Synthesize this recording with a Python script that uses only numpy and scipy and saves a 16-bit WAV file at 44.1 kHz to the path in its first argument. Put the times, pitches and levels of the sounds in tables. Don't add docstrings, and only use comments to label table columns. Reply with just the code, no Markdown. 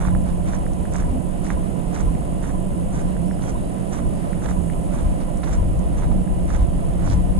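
import sys
import numpy as np
from scipy import signal
from scipy.fft import rfft, irfft
from scipy.io import wavfile
from scipy.ndimage import uniform_filter1d

SR = 44100
rng = np.random.default_rng(int(sys.argv[2]) if len(sys.argv) > 2 else 0)


def store_pcm(level_fs):
    pcm = np.round(np.clip(level_fs, -1, 1) * 32767).astype(np.int16)
    wavfile.write(sys.argv[1], SR, np.atleast_2d(pcm).T)


N = 326243
TIME = np.arange(N) / SR
FREQS = np.maximum(np.fft.rfftfreq(N, 1 / SR), 1)

# (heel time [s],
# wait for the sole [s], stone level [dB], grit level [dB], stone tilt [dB], grit tilt [dB], gust [dB])
STEPS = [(.025, 0.045, -42.5, -54, 0.5, -1, -21), (.486, 0.055, -45.5, -52.5, 1, 3, -30),
         (0.95, 0.048, -45, -49.5, 0, 0, -22), (1.46, 0.049, -47.5, -50.5, 7, -2, -24),
         (1.956, 0.045, -45.5, -51, -1, -2, -19), (2.445, 0.047, -48.5, -54, -2, -1, -30),
         (2.947, 0.046, -48.5, -53, 0, 1, -27), (3.44, 0.05, -49, -50.5, 3, 2, -25.5),
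         (3.94, 0.047, -46, -51, -2, -7, -22.5), (4.447, 0.053, -44.5, -50.5, 0, -1, -23),
         (4.947, 0.05, -47.5, -57, 1, -1, -19), (5.48, 0.056, -45.5, -50, 1, 3, -19.5),
         (5.987, 0.047, -47.5, -55, 4, -5, -19.5), (6.502, 0.048, -45.5, -51.5, 3, 1, -18.5),
         (7.065, 0.062, -46, -50, 1, 2, -22)]
# (middle time [s], half length [s], rasp [dB], rolling stones [dB])
SCUFFS = [(0.286, 0.026, -56, -50), (4.254, 0.032, -64, -55), (0.485, .008, -52, -53),
          (1.464, .015, -54, -60), (5.214, 0.011, -52, -49), (5.441, 0.0055, -47, -41),
          (6.605, 0.019, -57, -49.5), (7.025, 0.031, -62, -52), (7.107, 0.024, -45, -57)]
# (frequency [Hz], level [dB])
STONE_COLOUR = [(400, -42), (800, 9), (1200, 5), (1450, 2.5), (1800, -2), (2300, -4.5), (2900, -26),
                (3600, -9), (5000, -32), (9000, -52)]


def footsteps(heel_half_s=0.018, sole_half_s=0.017, settle_half_s=0.049):
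    # (frequency [Hz], level [dB])
    grit_colour = [(2000, 9.5), (3000, -0.5), (3700, -4), (4400, -3.5), (5500, 5), (6250, 11), (6700, 6),
                   (7500, 7), (8400, -6), (10000, -37), (12000, -35)]
    stone_power, grit_power = 0, 0
    for s, roll_s, stone_db, grit_db, stone_tilt, grit_tilt, _ in STEPS:
        heel, sole = swell(s, heel_half_s), swell(s + roll_s, sole_half_s)
        settle = from_db(-13) ** 2 * swell(s + roll_s / 2, settle_half_s)
        stone_load = from_db(-stone_tilt) * heel + from_db(stone_tilt) * sole + settle
        grit_load = from_db(-grit_tilt) * heel + from_db(grit_tilt) * sole + settle
        stone_power += from_db(stone_db) ** 2 * stone_load
        grit_power += from_db(grit_db) ** 2 * grit_load
    stone_power += sum(from_db(db) ** 2 * swell(s, half_s) for s, half_s, _, db in SCUFFS)
    knocks = np.sqrt(stone_power) * grains(per_s=2400, spread_db=3.5, stray=2.3)
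    flicker = from_db(1.4 * drift(rate=110))
    crackle = np.sqrt(grit_power) * flicker * grains(per_s=1800, spread_db=1.5, stray=0.3)
    stones = panned(coloured(knocks, STONE_COLOUR), pan_db=-9.5)
    grit = panned(coloured(crackle, grit_colour), pan_db=-1.0)
    return from_db(7.5) * stones + from_db(6.5) * grit


def loose_stones(band_ratio=1.26, hard_above_db=-25, deepening=0.71, rattle_db=-42, rattle_s=.004):
    # (time [s], peak level [dB], pan [dB], pitch [Hz])
    snaps = [(0.011, -28, -7, 1350), (0.026, -26, -9, 1300), (0.037, -31, -9, 1250), (0.05, -23, -10, 1220),
             (.0765, -30, -10, 1290), (0.084, -20, -7, 1270), (0.1499, -22, -13, 1390),
             (0.5346, -26.5, -4, 1400), (.6645, -29, -6, 1470), (.735, -31, -10, 7500),
             (0.853, -32, -4, 1590), (.9372, -24.5, -8, 8600), (0.956, -26, -10, 1600),
             (0.9633, -24, -6, 8400), (.9845, -33, -5, 8500), (1.0225, -30, -6, 1450),
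             (1.038, -33, -7, 1500), (1.4673, -31, -3, 1720), (1.5033, -15.5, -6, 1680),
             (1.9657, -30, -9, 1500), (2.004, -36, -7, 1400), (2.151, -40, 0, 1900), (2.440, -29, -7, 1550),
             (2.494, -32, -7, 1450), (2.504, -34, -3, 1500), (2.998, -38, -6, 8400), (3.016, -36, -6, 8400),
             (3.166, -31, -13, 1500), (3.311, -28.5, -9, 1550), (3.3912, -35, -9, 1350),
             (3.421, -35, -8, 3600), (3.772, -38, -7, 1500), (3.944, -36, -5, 8200),
             (4.331, -29.5, -4, 1670), (4.421, -33, -7, 1440), (4.459, -28, -8, 1490),
             (4.460, -31, -12, 3280), (4.4873, -30, -5, 1400), (4.512, -33, -8, 1450),
             (4.6992, -28.5, 9, 1800), (4.7347, -36, 2, 2500), (5.373, -31, -6, 8600),
             (5.4331, -29, -7, 1540), (5.527, -28, -6, 1410), (5.793, -31, -9, 8300),
             (6.034, -33, -7, 1350), (6.275, -36, -4, 1650), (6.5033, -22, -7, 1400),
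             (6.551, -27.5, -11, 1640), (7.121, -34, -7, 1490), (7.122, -34, -5, 5200)]
    out, t = np.zeros((2, N)), TIME[:SR // 40]
    click = signal.unit_impulse(len(t))
    for s, peak_db, pan_db, hz in snaps:
        low_hz = hz / band_ratio * from_db(-deepening * max(peak_db - hard_above_db, 0))
        band = np.vstack([signal.butter(5, low_hz, "high", fs=SR, output="sos"),
                          signal.butter(8, min(hz * band_ratio, 8300), fs=SR, output="sos")])
        rattle = rng.standard_normal(len(t)) * np.exp(-t / rattle_s) * (t > 1 / hz)
        contacts = from_db(peak_db) * click + from_db(rattle_db) * rattle / np.linalg.norm(rattle)
        snap = signal.sosfilt(band, contacts) / np.abs(signal.sosfilt(band, click)).max()
        start = int(s * SR)
        out[:, start:start + len(snap)] += panned(snap, pan_db)
    return out


def scuffs():
    drag = np.sqrt(sum(from_db(db) ** 2 * swell(s, half_s) for s, half_s, db, _ in SCUFFS))
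    band = signal.butter(2, [3100, 6600], "band", fs=SR, output="sos")
    rasp = signal.sosfilt(band, grains(per_s=3500, spread_db=5.5, stray=1.0))
    return panned(drag * rms_one(rasp), pan_db=-4.5)


def pebbles(per_s=9, spread_db=3):
    sizes = from_db(-23 + spread_db * np.clip(rng.standard_normal(N), -2, 2))
    ticks = sizes * (rng.random(N) < per_s / SR)
    return panned(coloured(ticks, STONE_COLOUR), pan_db=3.0)


def camera_body(sway_s=0.12, push_off_s=0.33, jolt_half_s=0.023):
    # (pitch [Hz], half width [Hz], left level [dB], right level [dB], left lag [radians])
    resonances = [(138.3, 22.3, -46, -30, -2.5), (180.8, 26.8, -44, -28, 1.16),
                  (263.8, 36, -46, -39.5, -0.06), (303.6, 51.6, -38, -38.5, 1.59),
                  (513, 85, -44.5, -38.5, 2.0), (586, 70, -47, -38.5, 2), (686, 45.4, -60, -39, -3),
                  (773, 47, -52, -53.5, 1.56), (2854, 340, -61.5, -62, -0.7)]
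    hum = sum(from_db([[left_db], [right_db]]) * evened(resonating(hz, width, lag), window_s=0.306)
              for hz, width, left_db, right_db, lag in resonances)
    rest = from_db(-47.5) ** 2
    sway = from_db(-38.5) ** 2 * each_step(sway_s, jolt_half_s)
    push = from_db(-42.5) ** 2 * each_step(push_off_s, jolt_half_s)
    mount = evened(resonating(hz=997, half_width_hz=20, left_lag=-2.1), window_s=.07)
    ring = np.sqrt(rest + sway + push) * mount
    return from_db(1.7) * hum + from_db(-1.5) * panned(ring, pan_db=-0.5)


def motor_hum(hz=179.0, waver_hz=5.51, ease_db=-1.5):
    # (time [s], level [dB])
    drone_levels = [(0, 5), (.4, 1), (2.15, -2.5), (2.55, 2), (3.3, 4), (3.47, -12), (3.75, -0.5),
                    (4.15, -4.5), (4.35, 1), (4.75, 3.5), (5.0, -3), (5.4, 1), (5.62, -8.5), (5.78, 4.5),
                    (5.95, -5.5), (6.15, 5), (6.7, -3), (7.4, 2)]
    drone_db, = in_time(drone_levels)
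    phase = 2 * np.pi * np.cumsum(hz + waver_hz * drift(rate=22)) / SR
    drone = rms_one(np.sin(phase) * from_db(1.24 * drift(rate=14)))
    effort = from_db(ease_db * each_step(delay_s=0.016, half_s=0.068))
    return from_db(drone_db - 29.0) * panned(drone * effort, pan_db=-37.0)


def motor_hiss(throb_hz=45.7, throb_db=1.7):
    # (time [s], level [dB])
    hiss_levels = [(0.0, -50.5), (0.22, -52), (4.28, -51.5), (4.65, -50), (5.81, -53), (7.36, -52.5),
                   (7.4, -52)]
    # (frequency [Hz], level [dB])
    hiss_colour = [(3000, -41), (5900, -26), (6250, -10.5), (7600, -3.5), (8200, -5), (9000, 0),
                   (9550, 2.5), (9850, 0.5), (10200, 0.5), (11200, -7.5), (11900, -18), (13000, -16),
                   (14000, -20), (14800, -38)]
    level_db, = in_time(hiss_levels)
    hiss = rng.standard_normal(N) + from_db(-18.5) * rng.standard_normal((2, N))
    throb = from_db(throb_db * np.cos(2 * np.pi * throb_hz * TIME))
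    return panned(from_db(level_db + 1.63) * coloured(rms_one(hiss * throb), hiss_colour), pan_db=0.5)


def handling():
    # (middle time [s], half length [s], pitch [Hz], level [dB])
    bumps = [(0.136, 0.056, 84, -25.5), (1.084, 0.049, 75, -28.5), (1.154, 0.038, 246, -27),
             (4.04, 0.042, 247, -30.5), (5.65, 0.059, 92, -26), (6.12, 0.0064, 1000, -42),
             (6.122, .007, 600, -36), (6.138, 0.046, 232, -30), (6.163, .045, 62, -25),
             (6.196, .009, 605, -37), (6.598, 0.055, 62, -23), (7.106, 0.052, 98, -22.5),
             (7.176, 0.051, 74, -24)]
    thuds = 0
    for s, half_s, hz, db in bumps:
        shake = evened(resonating(hz, half_width_hz=1 / half_s, left_lag=0.51), window_s=half_s)
        thuds += from_db(db) * np.sqrt(swell(s, half_s)) * shake
    return panned(thuds, pan_db=2.5)


def wind(gust_delay_s=0.12, gust_half_s=0.053):
    # (time [s], level [dB], pan [dB])
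    breeze = [(0, -23, 0.5), (1.7, -27.5, 1), (3.0, -26, -2), (3.85, -30.5, -1), (4.6, -25.5, -2),
              (5.3, -25.5, 0), (5.7, -21.5, 3.5), (6.85, -22.5, 2), (7.4, -20, 13)]
    # (frequency [Hz], level [dB])
    wind_colour = [(8, -24.5), (25, 3.5), (45, 0), (63, -2), (80, -8.5), (105, -13.5), (150, -22),
                   (250, -36), (600, -81), (2000, -99)]
    breeze_db, pan_db = in_time(breeze)
    gusts = sum(from_db(db) ** 2 * swell(s + gust_delay_s, gust_half_s) for s, *_, db in STEPS)
    strength = from_db(1.5) * np.sqrt(from_db(breeze_db) ** 2 + gusts)
    swirls = evened(coloured(rng.standard_normal((2, N)), wind_colour), window_s=0.118)
    return strength * panned(swirls, pan_db + 3.6 * drift(rate=6.5))


def bird(waver_hz=75):
    # (start [s], length [s], start pitch [Hz], middle pitch [Hz], end pitch [Hz], level [dB])
    notes = [(2.98, .06, 4700, 5000, 5500, -68), (3.09, .03, 4150, 3950, 3700, -65),
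             (3.242, .118, 4500, 5550, 4550, -63), (3.385, .022, 3080, 3030, 3000, -59),
             (3.452, .035, 3300, 3250, 3200, -56), (3.555, .115, 3500, 3900, 3950, -64.5),
             (3.62, .06, 4400, 4680, 5050, -64.5), (3.83, .02, 3200, 3150, 3100, -59),
             (4.13, .089, 4350, 4920, 4300, -67.5), (4.72, .025, 3000, 3100, 3050, -59)]
    song = np.zeros(N)
    for s, length, start_hz, middle_hz, end_hz, db in notes:
        along = np.clip((TIME - s) / length, 0, 1)
        curve = np.polyfit([0, .5, 1], [start_hz, middle_hz, end_hz], 2)
        hz = np.polyval(curve, along) + waver_hz * drift(rate=540)
        fade = np.sqrt(2 * np.clip(8 * along * (1 - along), 0, 1))
        song += from_db(db) * fade * np.sin(2 * np.pi * np.cumsum(hz) / SR)
    flutter = from_db(3.0 * drift(rate=130))
    return forest(panned(song * flutter, pan_db=12.0), echo_db=-6.0, decay_s=.1)


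def air(shared=0.79):
    # (frequency [Hz], level [dB])
    left_colour = [(60, 1.5), (200, 0), (400, 2), (650, -11.5), (900, -4), (1300, -10.5), (1550, -21.5),
                   (1900, -12.5), (2450, -17), (2950, -21), (4300, -27), (6000, -25.5), (8000, -43),
                   (14000, -47.5)]
    right_colour = [(60, 4.5), (200, 11.5), (420, 6), (650, -1), (900, -3.5), (1300, -8.5), (1600, -11),
                    (2000, -12.5), (2450, -18.5), (3000, -19), (4300, -26), (6000, -25), (8000, -42),
                    (14000, -40)]
    rush = at_ports(rms_one(rng.standard_normal((2, N)) + shared * rng.standard_normal(N)))
    left = from_db(-39.5) * coloured(rush[0], left_colour)
    right = from_db(-34.0) * coloured(rush[1], right_colour)
    return np.array([left, right]) * from_db(0.86 * drift(rate=7.2))


def forest(x, echo_db=-16.5, decay_s=0.045):
    t = TIME[:SR // 2]
    dull_noise = signal.lfilter([1], [1, -.6], rng.standard_normal((2, len(t))))
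    tail = rms_one(dull_noise * np.exp(-t / decay_s) * (t > .01)) / np.sqrt(len(t))
    return x + from_db(echo_db) * signal.fftconvolve(x, tail, axes=1)[:, :N]


def at_ports(x, lag_s=.00027):
    return np.array([np.interp(TIME - lag_s, TIME, x[0], left=0), x[1]])


def grains(per_s, spread_db, stray):
    sizes = from_db(spread_db * np.minimum(rng.exponential(1, N), 3)) * rng.choice([-1, 1], N)
    clicks = sizes * (rng.random(N) < per_s / SR)
    return evened(clicks * (1 + stray * rng.standard_normal((2, N))), window_s=0.041)


def resonating(hz, half_width_hz, left_lag):
    response = 1 / (1 + 1j * (FREQS / hz - hz / FREQS) * hz / (2 * half_width_hz)) ** 2
    spectrum = rfft(rng.standard_normal(N)) * response
    return rms_one(np.array([irfft(spectrum * np.exp(-1j * left_lag), N), irfft(spectrum, N)]))


def swell(s, half_s):
    return np.exp(-np.minimum(((TIME - s) / half_s) ** 2, 60))


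def each_step(delay_s, half_s):
    return sum(swell(s + delay_s, half_s) for s, *_ in STEPS)


def drift(rate):
    points = rng.standard_normal(int(N / SR * rate) + 2)
    return rms_one(np.interp(TIME * rate, np.arange(len(points)), points))


def coloured(x, colour):
    hz, db = np.transpose(colour)
    gains = from_db(np.interp(np.log(FREQS), np.log(hz), db))
    return irfft(rfft(x) * rms_one(gains), N)


def panned(x, pan_db):
    gains = np.array([np.atleast_1d(from_db(pan_db / 2)), np.atleast_1d(from_db(-pan_db / 2))])
    return x * gains / np.sqrt(np.mean(gains ** 2, axis=0))


def in_time(rows):
    s, *columns = np.transpose(rows)
    return [np.interp(TIME, s, column) for column in columns]


def evened(x, window_s):
    return x / np.sqrt(uniform_filter1d(x ** 2, int(window_s * SR), axis=-1) + 1e-12)


def rms_one(x):
    return x / np.sqrt(np.mean(np.abs(x) ** 2) + 1e-20)


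def from_db(db):
    return 10 ** (np.asarray(db) / 20)


def scene():
    ground = at_ports(footsteps() + scuffs() + pebbles()) + loose_stones()
    outdoors = forest(ground) + bird() + air()
    return outdoors + camera_body() + motor_hum() + motor_hiss() + handling() + wind()


def record(dry, fade_s=.004, cutoff_hz=14350):
    to_edge_s = np.minimum(TIME, TIME[-1] - TIME)
    fade = np.sin(np.pi / 2 * np.clip(to_edge_s / fade_s, 0, 1)) ** 2
    treble_cut = signal.ellip(10, .1, 80, cutoff_hz, fs=SR, output="sos")
    return signal.sosfilt(treble_cut, dry * fade)


dry = scene()
out = record(dry)
store_pcm(out)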